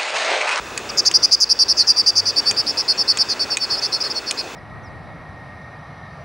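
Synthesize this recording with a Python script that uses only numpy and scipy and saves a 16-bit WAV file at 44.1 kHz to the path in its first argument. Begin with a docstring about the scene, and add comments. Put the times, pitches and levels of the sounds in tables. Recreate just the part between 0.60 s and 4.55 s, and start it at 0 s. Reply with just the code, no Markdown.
"""A snowy river rushes steadily from the start, a faint hum and a thin whine beneath it, and the first of
a few sharp ticks falls close by. A small bird then opens a long dry rattle, some ten buzzy notes a second:
one side of its syrinx holds a tone while the other sweeps up and down above it over 200 times a second.
The rattle slows and fades, and near the end a few shorter notes cross it. The scene is mono."""
import sys
import numpy as np
from scipy import signal
from scipy.fft import rfft, irfft, next_fast_len
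from scipy.io import wavfile
from scipy.ndimage import uniform_filter1d, minimum_filter1d, map_coordinates

SR = 44100
rng = np.random.default_rng(int(sys.argv[2]) if len(sys.argv) > 2 else 0)


def file_out(sig):
    """Save sig as 16-bit WAV at sys.argv[1]."""
    # one column per channel
    cols = np.atleast_2d(sig).T
    # limit, then scale
    lim = np.clip(cols, -1, 1)
    pcm = np.round(lim * 32767).astype(np.int16)
    wavfile.write(sys.argv[1], SR, pcm)


N = 174195

BUZZ_HZ = 224.15  # pitch sweeps a second at the middle of a note


def bird():
    """The rattle: syrinx notes gain overtones and a breathy rasp, and the beak colours the tone."""
    # Each row: start in seconds, length in seconds, level in dB; the low tone's pitch, glide and arch
    # in Hz; the gap to the upper tone, its glide and the sweep depth in Hz; the low tone's balance in
    # dB, where the swell peaks (0-1), how hard the attack is chopped.
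    notes = [(0.369, 0.04, -15, 4790, -450.0, -140.0, 1023, -360.0, 1250.0, -3.5, 0.5, 3),
             (0.4497, 0.039, -13.5, 4750, 644, 503, 996, -460.0, 1360, -1.5, 0.53, 4),
             (0.538, 0.039, -10.5, 4690, 106, 18, 468, 335, 1260, -9, 0.48, 0.7),
             (0.619, 0.042, -12, 4700, 282, 102, 464, 574, 1260, -6, 0.65, 3.5),
             (0.711, 0.045, -11.8, 4980, 114, 432, 328, 580.0, 1710, 0, 0.51, 3),
             (0.8011, 0.045, -13, 4810, -580.0, -89, 832, -310.0, 1140, 2, 0.41, 9),
             (0.89, 0.042, -13, 4610, 334, 2, 334, 454, 810.0, -4.5, 0.59, 9),
             (0.9887, 0.052, -12.5, 4710, -230.0, 372, 470, 184, 890, -1, 0.38, 3),
             (1.0813, 0.048, -14.5, 4670, 107, 350.0, 470.0, -180.0, 640, -5, 0.46, 9),
             (1.1658, 0.068, -14.5, 4590, -970.0, 52, 573, -570.0, 1420.0, -3, 0.52, 1),
             (1.267, 0.057, -12.5, 4790, -410.0, -200.0, 598, -570.0, 1130.0, 1, 0.52, 1.5),
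             (1.361, 0.059, -15, 4756, -130.0, 222, 608, -310.0, 520.0, 3.5, 0.46, 2.5),
             (1.461, 0.048, -13, 4840, 16, 330.0, 910, 120.0, 1130.0, 4, 0.42, 0.5),
             (1.5536, 0.055, -14.5, 4765, -57, 305, 844, 340.0, 1180.0, 1, 0.49, 2.3),
             (1.6544, 0.06, -18.5, 4690, -320.0, 488, 674, 560.0, 1220, -3.5, 0.42, 1),
             (1.7567, 0.049, -16, 4630, 292, 190.0, 665, 596, 520.0, 2, 0.6, 2),
             (1.8524, 0.061, -16.6, 4590, 403, 37, 734, 590.0, 610.0, 4.5, 0.58, 1),
             (1.962, 0.057, -18, 4670, -30.0, 358, 456, 564, 500.0, -3.5, 0.5, 1.1),
             (2.0632, 0.056, -20.5, 4750.0, 338, 627, 495, 560.0, 507, -4, 0.33, 4),
             (2.171, 0.053, -19.5, 4580, 110.0, 620.0, 697, 480.0, 670.0, -8, 0.3, 3),
             (2.2784, 0.053, -16, 4465, -88, 356, 600.0, 293, 614, 0.5, 0.43, 1.2),
             (2.3725, 0.059, -18.3, 4570, -28, 203, 700, -490.0, 503, -5, 0.49, 2),
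             (2.4745, 0.053, -14.9, 4550.0, 140.0, 462, 652, -130.0, 550.0, 0.5, 0.49, 1.5),
             (2.5776, 0.054, -16, 4640, -73, 400.0, 680, -120.0, 513, -1.5, 0.61, 1.5),
             (2.6833, 0.058, -21, 4490, -840.0, -130.0, 963, -440.0, 1370, 3, 0.52, 1),
             (2.793, 0.057, -20.5, 4590, -190.0, 334, 784, 318, 680.0, 2.5, 0.34, 0.5),
             (2.9, 0.058, -22, 4560, -350.0, 130.0, 777, -230.0, 457, -0.5, 0.42, 0),
             (2.9982, 0.06, -22, 4530, -230.0, 170.0, 725, -440.0, 400.0, 1, 0.6, 0.5),
             (3.0894, 0.038, -23.5, 4210, 990.0, 197, 555, -24, 1400, -26, 0.67, 0.5),
             (3.107, 0.059, -22, 4450.0, -230.0, 243, 653, 8, 422, 1, 0.5, 0.4),
             (3.1593, 0.041, -27, 4420, 920.0, 410.0, 577, 400.0, 540.0, -11, 0.6, 4),
             (3.2158, 0.053, -22, 4460, -30.0, 96, 870, -420.0, 1290.0, 3, 0.43, 2),
             (3.241, 0.032, -24.5, 4500.0, 230.0, -150.0, 487, 130.0, 500.0, -19, 0.57, 6),
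             (3.315, 0.041, -24.5, 4380, 640.0, 117, 303, 50.0, 1190, -21, 0.57, 6),
             (3.3245, 0.056, -22.5, 4416, 0.0, 250.0, 845, -64, 540.0, 3, 0.2, 2),
             (3.3985, 0.032, -22.0, 4670, 953, 97, 294, -230.0, 860.0, -18, 0.64, 3),
             (3.4346, 0.054, -25.1, 4430, -130.0, 368, 690.0, -200.0, 360.0, 3, 0.17, 1.7),
             (3.495, 0.033, -24.9, 4730, 267, 650.0, 473, 310.0, 460.0, -4, 0.51, 2.5),
             (3.5417, 0.053, -24.5, 4360, -63, -120.0, 1130, -530.0, 640.0, 6, 0.65, 0.0),
             (3.659, 0.056, -26.5, 4460, -250, 107, 760, -250, 695, -0.5, 0.52, 1.8),
             (3.7697, 0.051, -25.2, 4360, 283, 546, 680.0, -120.0, 465, 1, 0.43, 2.6)]
    # One soft lead-in note, laid out the same way.
    lead_in = (.29, .019, -28, 4850, -200, 100, 300, 0, 1200, -3, .5, 2)
    # Each row: harmonic number, level in dB against the voice.
    harmonics = [(2, -17), (3, -45)]
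    # The colour of the breath. Each row: frequency in Hz, relative level in dB.
    rasp_eq = [(3000, -37), (4500, -13), (7500, -1.5), (10000, -18), (12000, -30), (14000, -14),
               (16000, -37)]
    # The beak's filter. Each row: frequency in Hz, gain in dB.
    beak_eq = [(7000, 1), (10200, -12.5), (11300, -22.5), (13900, -2), (15500, -15)]
    song = np.zeros(N, complex)
    for start, length, db, *shape in [lead_in, *notes]:
        add(song, start, amp(db) * buzzy_note(length, *shape))
    power = uniform_filter1d(np.abs(song) ** 2, round(SR / BUZZ_HZ))  # averaged over one sweep
    strength = np.sqrt(np.abs(power)) + 1e-6
    overtones = sum(amp(db) * strength * ((song / strength) ** round(k)).real for k, db in harmonics)
    breath = unit(equalise(rng.standard_normal(N), rasp_eq))
    rasp = amp(-33) * np.abs(song) * breath  # pulses with the voice
    return equalise(song.real + overtones, beak_eq) + rasp


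def buzzy_note(length, low_hz, glide_hz, arch_hz, gap_hz, gap_glide_hz, sweep_hz, low_db, peak_at, chop):
    """A held tone beats against a sweeping one; the note opens in separate pulses that soon merge."""
    slowing, jitter, depth_scatter = 0.14, 0.018, 0.25
    n = round(length * SR)
    progress = (np.arange(n) + .5) / n
    from_middle = progress - .5
    rate_hz = BUZZ_HZ * (1 - slowing * from_middle + jitter * wobble(BUZZ_HZ / 2, n))
    cycle = .5 - .5 * np.cos(2 * np.pi * np.cumsum(rate_hz) / SR)
    depth_hz = sweep_hz * (1 + depth_scatter * wobble(BUZZ_HZ, n))
    flick = cycle ** 4.5  # sharpens each sweep to a spike
    sweep = depth_hz * (flick - flick.mean())
    held_hz = low_hz + glide_hz * from_middle - arch_hz * (2 * from_middle) ** 2
    upper = syrinx_side(held_hz + gap_hz + gap_glide_hz * from_middle + sweep)
    lower = amp(low_db) * syrinx_side(held_hz + 0.29 * sweep)  # takes a little of the sweep
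    skew = np.log(.5) / np.log(np.clip(peak_at, .1, .9))
    swell = np.sin(np.pi * progress ** skew) ** 0.75
    dip = chop * (1 - progress) ** 1.6 + 0.027  # between sweeps, deepest at the attack
    note = (upper + lower) * swell * np.exp(-dip * (1 - cycle))
    return note / note.real.std()


def syrinx_side(hz):
    """One side of the syrinx as a rough complex tone, louder where it meets the throat's resonance."""
    # The throat's resonance. Each row: frequency in Hz, gain in dB.
    throat_eq = [(3800, -4), (4500, 9.5), (5300, 9.5), (6000, 1), (7500, -1.5)]
    waver_hz, shimmer_db, flutter_rate_hz = 34.7, 1.8, 416.4
    hz = hz + waver_hz * wobble(flutter_rate_hz, len(hz))
    gain = amp(along(throat_eq, hz) + shimmer_db * wobble(flutter_rate_hz, len(hz)))
    return gain * np.exp(2j * np.pi * (np.cumsum(hz) / SR + rng.random()))


def woods(call):
    """The snowy trees return a diffuse tail whose highs die first."""
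    # Each row: frequency in Hz, seconds to fall by 60 dB.
    decay_times = [(2000, 0.96), (5000, 1.0), (12000, 0.26)]
    hz, t, noise = signal.stft(rng.standard_normal(SR // 2), SR, nperseg=256)
    decay = amp(-60 * t / along(decay_times, hz)[:, None])
    tail = signal.istft(noise * decay, SR, nperseg=256)[1]
    return signal.fftconvolve(call, tail / np.linalg.norm(tail))[:N]


def ticks():
    """Small hard contacts close by: a crack, a brief ring and two near reflections."""
    # Each row: start in seconds, level in dB, trim of the low ring in dB.
    hits = [(.177, -13, -5), (.514, -15.5, -16), (1.912, -15.5, -2.5), (2.573, -14.5, -7.5),
            (2.971, -13.5, 2.5), (3.711, -12.5, -3)]
    # The ring. Each row: frequency in Hz, level in dB, seconds to fall by 60 dB.
    modes = [(2480, -4, 0.036), (3170, 3.5, 0.002), (6670, -2, 0.0047), (7620, -5.5, 0.0051),
             (8480, -6.5, 0.0044), (10300, -26, 0.0055)]
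    # Each row: delay in seconds, level in dB against the direct tick.
    reflections = [(.0035, -6), (.014, -19)]
    # The colour of the whole tick. Each row: frequency in Hz, gain in dB.
    tick_eq = [(1000, -11.5), (3000, 4.5), (8000, 5), (11000, -12.5), (15000, -31)]
    low_ring_below_hz, crack_db, crack_t60_s = 3000, 0.5, 0.011
    track = np.zeros(N)
    t = np.arange(SR // 20) / SR
    for start, db, trim_db in hits:
        ring = np.zeros(len(t))
        for hz, mode_db, t60 in modes:
            fade = amp(mode_db + trim_db * (hz < low_ring_below_hz) - 60 * t / t60)
            ring += fade * np.sin(2 * np.pi * hz * t)
        crack = amp(crack_db - 60 * t / crack_t60_s) * rng.standard_normal(len(t))
        for delay, echo_db in [(0, 0), *reflections]:
            add(track, start + delay, amp(db + echo_db) * (ring + crack))
    return equalise(track, tick_eq)


def river():
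    """Running water: a broad, slightly patchy rush; the level dips briefly early on."""
    # The fader ride. Each row: time in seconds, level in dB before the lift.
    ride = [(0.0, -36), (0.38, -33.5), (0.53, -36.5), (0.74, -39), (1.86, -34.5), (2.75, -34.5),
            (2.87, -35), (3.95, -35)]
    # The body of the rush, then its top end. Each row: frequency in Hz, relative level in dB.
    body_eq = [(25, -20), (50, -7.5), (100, -1.5), (170, -5.5), (280, -0.5), (420, 2), (750, -1),
               (1200, -1), (1700, -3.5), (2100, -7), (2400, -7.5), (2550, 0), (2750, -8), (3050, -11.5),
               (3350, -11.5), (3550, -5.5), (3800, -13), (5000, -12.5), (7000, -14), (9500, -26.5)]
    top_eq = [(12000, -33), (15000, -36), (16000, -44)]
    patchy_db, wobble_db, lift_db = 1.1, 0.84, 2.5
    noise = signal.stft(rng.standard_normal(N), nperseg=512)[2]
    patches = uniform_filter1d(rng.standard_normal(noise.shape), 4, axis=0)  # smeared in pitch
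    patches = uniform_filter1d(patches, 8, axis=1)  # and in time
    water = signal.istft(noise * amp(patchy_db * unit(patches)), nperseg=512)[1][:N]
    level_db = np.interp(np.arange(N) / SR, *np.transpose(ride)) + wobble_db * wobble(11, N)
    return amp(level_db + lift_db) * unit(equalise(water, body_eq + top_eq))


def hum_and_whine():
    """Faint low hums come and go; a thin whine stays."""
    # Each row: start in seconds, end in seconds, pitch in Hz, level in dB when fully faded in.
    hums = [(-.1, 1.5, 59, -54), (1.219, 1.25, 61.4, -45), (1.52, 1.75, 98.6, -41.5)]
    whine_hz, whine_db, fade_s = 15661, -61, 0.076
    t = np.arange(N) / SR
    track = amp(whine_db) * np.sin(2 * np.pi * whine_hz * t)
    for start, end, hz, db in hums:
        fade = np.clip(np.minimum(t - start, end - t) / fade_s, 0, 1)
        track += amp(db) * fade * np.sin(2 * np.pi * hz * t)
    return np.sqrt(2) * track  # makes the levels rms


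def amp(db):
    """Decibels to gain."""
    return 10 ** (np.asarray(db) / 20)


def unit(x):
    """Scale to rms 1."""
    return x / np.sqrt(np.mean(x ** 2) + 1e-20)


def along(points, hz):
    """Read a curve of (Hz, value) points on a log frequency axis."""
    knots_hz, values = np.transpose(points)
    return np.interp(np.log(np.abs(hz) + 1), np.log(knots_hz + 1), values)


def wobble(rate, size):
    """A smooth random curve with `rate` knots a second."""
    return map_coordinates(rng.standard_normal(256), [np.arange(size) * rate / SR], mode="wrap")


def filtered(x, response):
    """Filter by a gain given as a function of frequency."""
    size = next_fast_len(N + SR // 2)
    return irfft(rfft(x, size) * response(np.fft.rfftfreq(size, 1 / SR)), size)[:N]


def equalise(x, curve):
    """Apply an EQ curve of (Hz, dB) points."""
    return filtered(x, lambda hz: amp(along(curve, hz)))


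def add(track, start, sound):
    """Mix a sound in at `start` seconds."""
    part = track[max(round(start * SR), 0):][:len(sound)]
    part += sound[:len(part)]


def scene():
    """The bird and its weak woodland tail over ticks, river and hum, the same in both channels."""
    call = bird()
    mono = call + amp(-23) * woods(call) + ticks() + river() + hum_and_whine()
    return np.array([mono, mono])


def record(dry):
    """A fast limiter holds the highest peaks, then the very top is cut off."""
    ceiling, limiter_s, top_hz = .92, .002, 16300
    window = round(limiter_s * SR)
    needed = np.minimum(1, ceiling / (np.abs(dry[0]) + 1e-9))
    gain = uniform_filter1d(minimum_filter1d(needed, 2 * window), window)
    return np.array([filtered(channel * gain, lambda hz: hz < top_hz) for channel in dry])


dry = scene()
out = record(dry)
file_out(out)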